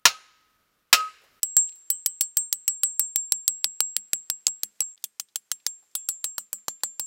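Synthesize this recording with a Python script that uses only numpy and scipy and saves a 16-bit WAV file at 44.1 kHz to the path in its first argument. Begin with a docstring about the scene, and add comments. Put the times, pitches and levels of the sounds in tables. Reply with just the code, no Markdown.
"""A snowy pen at a forest edge, where an axe head drives steel fence posts into frozen ground.
Each blow is a crack of steel on steel, the ring of the post's modes and an echo from the trees.
Two near blows sound at natural speed; then time runs six times faster, so crack and ring come six
times higher and shorter, first on a near post, then on one further off.
Boots and hooves scuff in straw and clothing rustles over a quiet bed of air."""
import sys
import numpy as np
from scipy import signal
from scipy.fft import rfft, irfft
from scipy.io import wavfile
from scipy.ndimage import uniform_filter1d

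SR = 44100
rng = np.random.default_rng(int(sys.argv[2]) if len(sys.argv) > 2 else 0)


def store_wav(level_fs):
    """Save 16-bit WAV to argv[1]."""
    pcm = np.round(np.clip(np.atleast_2d(level_fs), -1, 1) * 32767)
    wavfile.write(sys.argv[1], SR, pcm.T.astype(np.int16))


N = 311346

FAST_FROM_S, SPEED_UP = 1.41, 6
FAR_FROM_S, FAR_PITCH = 4.96, 0.9883
HUM_HZ, TOP_HZ = 1268.5, 16300
AFTER_RING_DB, AFTER_RING_STRETCH = -22, 2.8
THUD_DB, ECHO_STRETCH = (-13.5, 2, -17), (1.05, 0.66, 0.88)  # hand-held, near and far post

# Colour of the air bed, at natural speed and sped up: f/Hz, relative level/dB
AIR_COLOUR_SLOW = [(12, -32.5), (20, -8), (156, -11), (323, -12), (583, -13.5), (816, -18), (1280, -9.5),
                   (1740, -14.5), (9410, -24.5), (15200, -19), (16500, -37.5)]
AIR_COLOUR_FAST = [(20, -25), (60, -13.5), (130, -8.5), (400, -2), (800, -6), (1400, -2), (5000, -4),
                   (8000, 0.5), (10000, -8), (13000, -5), (16500, -19)]
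# Fader curves for those two beds: t/s, level/dB
AIR_FADERS = [
    [(0, -75), (.116, -77), (.498, -71), (.966, -74.5), (1.4, -66)],
    [(1.4, -73.5), (1.76, -69), (2, -73), (2.83, -74), (4.88, -70.5), (5.2, -76), (5.7, -71.5), (6.35, -75),
     (7.06, -72)],
]
# Envelopes of the hand-held post's main ring: t/s, level/dB
HUM_ENVELOPES = [
    [(0, -76), (.05, -79.5)],
    [(.056, -35.5), (.066, -40.5), (.105, -35.5), (.122, -49), (.156, -43.5), (.204, -66), (.5, -73.5),
     (.92, -93.5)],
    [(.93, -33.5), (1.006, -27), (1.076, -37), (1.136, -65.5), (1.294, -77.5), (1.4, -72)],
]
# Crack and echo bands at natural speed: f/Hz, crack level/dB, crack t60 factor,
# echo level/dB, base echo t60/s
CRACK_BANDS = [(15, -29, 1.1, -3, .6), (38.4, -21.5, 1, -4, .6), (90, -14, 0.12, -1.5, 0.69),
               (180, -8, 0.72, 0, 0.31), (365, -15, 0.78, 2.5, 1), (673, -6, 0.87, -2.5, 0.62),
               (1200, -0.5, 0.92, -2.5, 0.95), (1760, -2.5, 0.8, -1.5, 1), (2555, -2.5, 1.3, 1.5, .8),
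               (4400, -1.5, 1.1, -5.5, 0.94), (8200, -7, .9, 3.5, .48), (11500, -15.5, 0.75, 0.5, .5),
               (13800, -13.5, .9, -1, 0.25), (16400, -16.5, 0.72, -6.5, .3)]
# Axe hits: t/s, crack gain/dB, treble/dB, 4 x high ring level/dB (set by where the axe lands),
# t60/s of rings one and two, boost/dB of the two clinking middle rings on a glancing blow
HITS = [(0.0536, 0, 1, -35, -27, -34, -14.5, 0.17, -2), (0.928, -2.5, 4, -25, -27, -33, -17, 0.16, 1),
        (1.4313, -9.5, 6, -43.5, -31, -14.5, -36, 1, -4),
        (1.5667, -6, 1.5, -10, -18, -16.5, -24, 0.29, -0.5),
        (1.902, -9.5, 8, -31.5, -32, -16, -29, 0.39, -5.5),
        (2.061, -8.5, 5.5, -36, -37.5, -20, -33.5, 0.53, -1),
        (2.2091, -9, 8.5, -20.5, -27, -21, -32.5, 0.21, 19),
        (2.3698, -10.5, 10, -19.5, -39, -19, -21, 0.25, 2),
        (2.5272, -8, 5.5, -43.5, -44.5, -23.5, -36.5, 0.69, 3),
        (2.6789, -7, 2, -26.5, -44, -14.5, -31.5, .42, 13.5),
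        (2.8339, -5.5, -.5, -24.5, -36, -13, -25, 0.44, 1.5),
        (2.995, -8, 7.5, -21.5, -42, -21.5, -25.5, .33, 12),
        (3.159, -5.5, 0, -21, -35, -25.5, -42, 0.35, 7.5),
        (3.3215, -3, -2.5, -25, -43, -23.5, -39, 0.39, 1),
        (3.4792, -4.5, 2.5, -39, -25.5, -16.5, -19.5, 0.5, -3.5),
        (3.6434, -0.5, -3.5, -38, -31, -18.5, -30, 0.46, -5.5),
        (3.8048, -1, -3, -39, -21.5, -32.5, -23, 0.43, 2), (3.9655, -2, -1, -41, -35, -59, -54.5, 0.35, 2),
        (4.1328, -3, -3.5, -28.5, -30.5, -19.5, -61, 0.31, -2),
        (4.2998, -2.5, -3.5, -35.5, -24, -45, -28, .23, 1),
        (4.468, 0.5, -12.5, -33, -22, -23, -39, 0.22, -6),
        (4.6336, -4.5, -2, -42, -32, -38.5, -59, 0.14, -3),
        (4.8052, -5.5, -2, -26.5, -40, -15, -39, 0.36, 5.5),
        (5.0406, -10.5, -6, -60, -38.5, -48.5, -51.5, .1, -4),
        (5.198, -10, -7, -45, -36, -52, -48, 0.11, -2), (5.3582, -10, -4, -48, -27, -50, -67.5, 0.087, 4),
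        (5.5158, -7.5, -5.5, -48, -27, -47.5, -52, 0.12, 6), (5.665, -7, -6, -40, -28.5, -57, -48, 0.35, 0),
        (5.952, -16, 0.5, -41, -34.5, -25, -33.5, .65, -2),
        (6.0877, -13, 1, -33.5, -33.5, -20.5, -30.5, 0.41, 16),
        (6.2426, -12.5, 4, -40, -27, -28, -28, .34, -3), (6.3812, -13.5, 0, -36, -42.5, -33, -33, 0.25, -2),
        (6.5299, -14.5, -0.5, -35.5, -40, -28.5, -36, 0.27, -4),
        (6.6825, -12, -2.5, -30, -40, -45.5, -54, 0.27, 12),
        (6.8348, -9.5, -5.5, -29, -37.5, -21.5, -30, 0.32, 4),
        (6.996, -16, 3.5, -37.5, -29, -28, -35, .43, 9)]
# Tone of the crack as the posts sink: t/s, bass/dB, base t60/s at natural speed,
# echo/dB and weak modes/dB relative to the crack
CRACK_TONE = [(.05, -11, 0.11, -37, -35.5), (.93, -9, .11, -34.5, -29), (1.43, -10.5, 0.089, -29.5, -27.5),
              (2.05, -13, 0.14, -27.5, -25.5), (2.2, -13, 0.22, -29.5, -24), (2.4, -10.5, .13, -29.5, -28),
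              (3.7, -8.5, 0.077, -34, -35.5), (4.82, -12.5, 0.078, -34, -35.5),
              (5.03, -9.5, 0.17, -35, -30.5), (5.68, -5, 0.14, -32.5, -29.5), (5.94, -5, .2, -26, -12),
              (6.5, 10, 0.12, -26, -32.5), (7, 8.5, 0.13, -28, -29)]
# Strong modes at natural speed (four high rings, four middle rings, the sway): f/Hz
STRONG_MODES_HZ = [1238.3, 1267, 1305, 1400.5, 509, 576, 731, 912, 35.4]
# Tone of the lesser rings: t/s, 4 x middle ring level/dB, sway level/dB, t60/s of rings three and four
RING_TONE = [(.05, -61, -46.5, -25, -39.5, -57.5, 0.12, 0.068),
             (.93, -44.5, -42, -49, -36.5, -55.5, .11, 0.091),
             (1.43, -61.5, -73, -59, -62.5, -77, 0.07, 0.24),
             (1.9, -50.5, -76.5, -56.5, -60.5, -70.5, 0.1, 0.27),
             (3, -73.5, -73, -60, -50.5, -60, 0.12, 0.23), (3.5, -78.5, -78, -62, -58, -59.5, 0.082, .07),
             (4.82, -79, -78.5, -62.5, -59.5, -62, .07, 0.029),
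             (5.03, -85.5, -81, -67.5, -68, -74, .1, 0.18), (5.68, -80, -82, -68, -69, -68, .1, 0.12),
             (5.94, -65, -55.5, -58, -65, -78, .11, 0.078), (6.3, -73, -75, -60.5, -67, -63, 0.12, .11),
             (7, -74.5, -76, -56, -65, -60, 0.08, .1)]
# The buried end stiffens ring one as the near post sinks: t/s, rise in f/Hz at natural speed
STIFFENING = [(3.8, 0), (4.13, 1.5), (4.3, 4), (4.47, 7), (4.63, 14), (4.9, 14), (5, 0)]
# Weak modes at natural speed: f/Hz
WEAK_MODES_HZ = [1114, 1556, 1690, 1900, 2400, 2530, 3320, 3570, 4180, 4785, 5510, 6400, 6900]
# Their balance and decay: relative level/dB, t60/s at natural speed
WEAK_DECAYS = [(-15, 0.23), (0, 0.45), (-8, 0.49), (-8.5, 0.27), (-4.5, 0.12), (-15.5, 0.25), (-8.5, .3),
               (-10.5, 0.16), (-7, 0.39), (-6.5, 0.26), (-7, 0.23), (-4.5, 0.23), (-13.5, 0.24)]
# Boots and hooves in straw: t/s, level/dB, centre f/Hz, t60/s
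FOOT_SCUFFS = [(1.216, -61, 510, 0.089), (1.235, -59, 554, 0.15), (1.675, -56, 2980, .024),
               (1.69, -47, 3860, 0.03), (1.722, -54, 3490, .026), (1.754, -56.5, 13170, 0.087),
               (1.759, -60, 4000, .031), (1.782, -64.5, 9000, 0.041), (2.235, -54.5, 4120, .027),
               (3.581, -60.5, 1820, .014), (3.9, -62.5, 400, .037), (4.549, -60, 6000, 0.0085),
               (4.795, -61.5, 2000, .023), (4.977, -50, 2980, 0.015), (5.024, -57, 5000, 0.021),
               (5.286, -60.5, 3900, .052), (5.6, -59, 3020, .037), (5.825, -65, 775, .093),
               (5.913, -60.5, 6940, .029), (6.584, -62, 1800, .02), (6.806, -59, 2856, .022)]
# The axe bounces and lands again: t/s, crack gain/dB
REBOUNDS = [(2.235, -35.5), (4.481, -24), (4.822, -30)]
# Brief dips before the speed-up and the far post: start t/s, stop t/s, gain/dB
DIPS = [(1.398, 1.42, -14), (4.9225, 4.924, -25), (4.9315, 4.935, -30), (4.9405, 4.9455, -30),
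        (4.9495, 4.956, -30), (4.958, 4.966, -36)]


def gain_of(db):
    """dB to gain."""
    return 10 ** (np.asarray(db) / 20)


def unit_rms(x):
    """Scales to rms 1."""
    return x / np.sqrt(np.mean(x ** 2) + 1e-20)


def coloured_noise(size, points_hz, levels_db):
    """Noise of rms 1 with an EQ curve drawn over log frequency."""
    hz = np.fft.rfftfreq(size, 1 / SR)
    eq_db = np.interp(np.log(hz + 1), np.log(points_hz), levels_db)
    return unit_rms(irfft(rfft(rng.standard_normal(size)) * gain_of(eq_db), size))


def wobble(size, span):
    """Random drift of rms 1, smoothed twice over span samples."""
    return unit_rms(uniform_filter1d(uniform_filter1d(rng.standard_normal(size), span), span))


def read_at(rows, s):
    """Interpolates every column of a table at time s."""
    when, *columns = np.transpose(rows)
    return [np.interp(s, when, column) for column in columns]


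def add(mix, s, sound):
    """Mixes a sound in at time s."""
    part = mix[round(s * SR):][:len(sound)]
    part += sound[:len(part)]


def air():
    """A bed of forest air and hiss, with a slight flutter."""
    t, out = np.arange(N) / SR, np.zeros(N)
    fast = t >= FAST_FROM_S
    for colour, fader, gate in zip((AIR_COLOUR_SLOW, AIR_COLOUR_FAST), AIR_FADERS, (~fast, fast)):
        out += gate * coloured_noise(N, *np.transpose(colour)) * gain_of(read_at(fader, t)[0])
    flutter_db = 0.5 * unit_rms(uniform_filter1d(rng.standard_normal(N), 600))
    return out * gain_of(flutter_db)


def post_hum():
    """The long ring of the hand-held post: one sine that swells and is stifled."""
    out = np.zeros(N)
    for envelope in HUM_ENVELOPES:
        s, db = np.transpose(envelope)
        t = np.arange(s[0], s[-1], 1 / SR)
        tone = np.sqrt(2) * np.sin(2 * np.pi * HUM_HZ * (t - s[0]))
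        add(out, s[0], gain_of(np.interp(t, s, db)) * tone)
    return out


def crack(speed, thud_db, bass_db, treble_db, t60, echo_db, echo_stretch):
    """Noise in overlapping bands: a quick clatter of steel on steel, then a tail from the trees."""
    size = 2 ** 15 if speed == 1 else 2 ** 13
    t = np.arange(size) / SR * speed
    spectrum = rfft(rng.standard_normal(size))
    log_hz = np.log(np.fft.rfftfreq(size, 1 / SR) / speed + 1)
    contact = gain_of(-6 / (1 + np.exp(-(t - 0.022) / 0.011)))  # drops as the axe leaves the post
    contact *= 1 + 0.27 * np.exp(-t / 0.005)  # the first touch is the hardest
    # each blow meets the steel elsewhere and gets its own colour
    eq_points = np.linspace(np.log(60), np.log(16000), num=48)
    spectrum *= gain_of(2.8 * np.interp(log_hz, eq_points, rng.standard_normal(48)))
    centres, out = np.log(np.array(CRACK_BANDS)[:, 0]), np.zeros(size)
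    for k, (hz, db, stretch, tail_db, tail_t60) in enumerate(CRACK_BANDS):
        band = irfft(spectrum * np.interp(log_hz, centres, np.arange(len(centres)) == k), size)
        eq_db = np.interp(np.log2(hz), np.log2([40, 80, 150, 300, 1100, 2000]),
                          [thud_db, bass_db, bass_db, 0, 0, treble_db])
        clatter = contact * gain_of(-60 * t / (stretch * t60))
        tail = gain_of(echo_db + tail_db - 60 * t / (tail_t60 * echo_stretch))
        tail *= 1 - np.exp(-t / 0.028)
        out += band * gain_of(db + eq_db + 1.3 * rng.standard_normal()) * (clatter + tail)
    attack = 1 - np.exp(-(t / 0.00083) ** 2)
    low_cut = signal.butter(2, 18 * speed, "high", fs=SR, output="sos")
    return signal.sosfilt(low_cut, out * attack)


def ring(t, hz, db, t60):
    """Decaying sines, one per mode, with random phase."""
    hz, db, t60 = (np.asarray(v, float)[:, None] for v in (hz, db, t60))
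    sines = np.sin(2 * np.pi * (hz * t + rng.random(hz.shape)))
    return ((hz < TOP_HZ) * gain_of(db - 60 * t / t60) * sines).sum(0)


def weak_modes(t, speed, pitch, db):
    """Metallic shimmer: where the axe lands decides which weak modes speak."""
    hz = np.array(WEAK_MODES_HZ)
    balance_db, t60 = np.transpose(WEAK_DECAYS)
    balance_db = balance_db + 1.8 * rng.standard_normal(len(hz))
    if speed == 1:
        balance_db -= 7 * (hz < 2000)  # the hand on the post stifles the low ones
    modes = ring(t, pitch * hz, db + balance_db, t60 / speed)
    # a crowd of brief modes, new at each blow
    spread, softness, life = rng.random((3, 32))
    modes += ring(t, speed * 450 * 6 ** spread, db - 9 - 14 * softness, (0.086 + 0.3 * life ** 2) / speed)
    return modes * (1 + 0.45 * wobble(len(t), 400 // speed))  # close partners and echoes blur them


def axe_blows():
    """Each blow cracks and sets the post ringing; the next blow chokes the old ring."""
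    out, ends = np.zeros(N), [hit[0] for hit in HITS[1:]] + [N / SR]
    for (s, db, treble_db, *high_db, ring_t60, clink_db), end in zip(HITS, ends):
        bass_db, t60, echo_db, weak_db = read_at(CRACK_TONE, s)
        *middle_db, sway_db, third_t60, fourth_t60 = read_at(RING_TONE, s)
        middle_db = middle_db + clink_db * np.array([0, 0, 1, 1]) + 1.5 * rng.standard_normal(4)
        fast, far = s > FAST_FROM_S, s > FAR_FROM_S
        post = int(fast) + int(far)
        speed = SPEED_UP if fast else 1
        pitch = speed * (FAR_PITCH if far else 1)
        impact = crack(speed, THUD_DB[post], bass_db, treble_db, t60, echo_db, ECHO_STRETCH[post])
        add(out, s, gain_of(db) * impact)

        end = min(end, s + 0.84, end if far else FAR_FROM_S)  # the near ring stops at the far post's cue
        t = np.arange(round((end - s) * SR)) / SR
        hz = pitch * np.array(STRONG_MODES_HZ[:-1])
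        hz[0] += speed * read_at(STIFFENING, s)[0]
        decays = [ring_t60, ring_t60, third_t60, fourth_t60, 0.2, 0.25, 0.09, 0.09]
        body = ring(t, hz, [*high_db, *middle_db], decays)
        body += ring(t, hz[:2], np.add(high_db[:2], AFTER_RING_DB), [AFTER_RING_STRETCH * ring_t60] * 2)
        # a partner below the sixth ring, and the hollow knock of the ground
        knock_db = db + bass_db - 35.5
        body += ring(t, [pitch * 447, speed * 97], [middle_db[1] - 4, knock_db], [0.2, 0.16 / speed])
        if s > 6:  # once let go, the far post also hums faintly
            body += ring(t, [pitch * 210], [-72], [0.4])
        grip = 1 + 0.55 * wobble(len(t), 100)  # the ground's grip roughens the sway of the post
        body += grip * ring(t, [speed * STRONG_MODES_HZ[-1]], [sway_db], [0.24])
        body += weak_modes(t, speed, pitch, db + weak_db)
        attack = 1 - np.exp(-t * speed / 0.0015)
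        add(out, s, body * attack)
    return out


def rustle():
    """Straw and clothing whisper in scattered grains from 1.2 s on."""
    out, t = np.zeros(N), np.arange(1024) / SR
    envelope = np.sin(np.pi * t / t[-1]) ** 2 * gain_of(-60 * t / 0.04)
    for when, softness, height in rng.random((90, 3)):
        grain = coloured_noise(len(t), 900 * 9 ** height * np.array([0.4, 1, 2.5]), [-24, 0, -20])
        add(out, 1.2 + 8.3 * when, gain_of(-65.5 - 10 * softness) * grain * envelope)
    return out


def scuffs():
    """Boots and hooves brush the straw: short puffs of noise around a centre pitch."""
    out, t = np.zeros(N), np.arange(4096) / SR
    attack = 1 - np.exp(-t / 0.00039)
    for s, db, hz, t60 in FOOT_SCUFFS:
        puff = coloured_noise(len(t), hz * np.array([0.3, 1, 3]), [-26, 0, -20])
        add(out, s, gain_of(db - 60 * t / t60) * puff * attack)
    return out


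def axe_bounces():
    """The axe head rebounds and lands again with a short, dry crack."""
    out = np.zeros(N)
    for s, db in REBOUNDS:
        tick = crack(SPEED_UP, thud_db=-21, bass_db=6, treble_db=-1,
                     t60=0.13, echo_db=-44, echo_stretch=0.6)
        add(out, s, gain_of(db) * tick)
    return out


def scene():
    """Mono mix: axe and post up front, straw and air behind."""
    return (axe_blows() + axe_bounces() + post_hum() + scuffs() + rustle() + air())[None]


def record(dry):
    """Master chain: brief dips, a softened top octave, clipping on the near blows, a high cut."""
    t, fader_db = np.arange(N) / SR, np.zeros(N)
    for start, stop, db in DIPS:
        fader_db[(t > start) & (t < stop)] = db
    dipped = dry * uniform_filter1d(gain_of(fader_db), size=30)
    softened = dipped + 0.14 * np.roll(dipped, 1, axis=1)
    clipped = np.clip(softened, -0.97, 0.97)
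    high_cut = signal.firwin(255, TOP_HZ, window=("kaiser", 9), fs=SR)
    return signal.oaconvolve(clipped, high_cut[None], "same")


dry = scene()
out = record(dry)
store_wav(out)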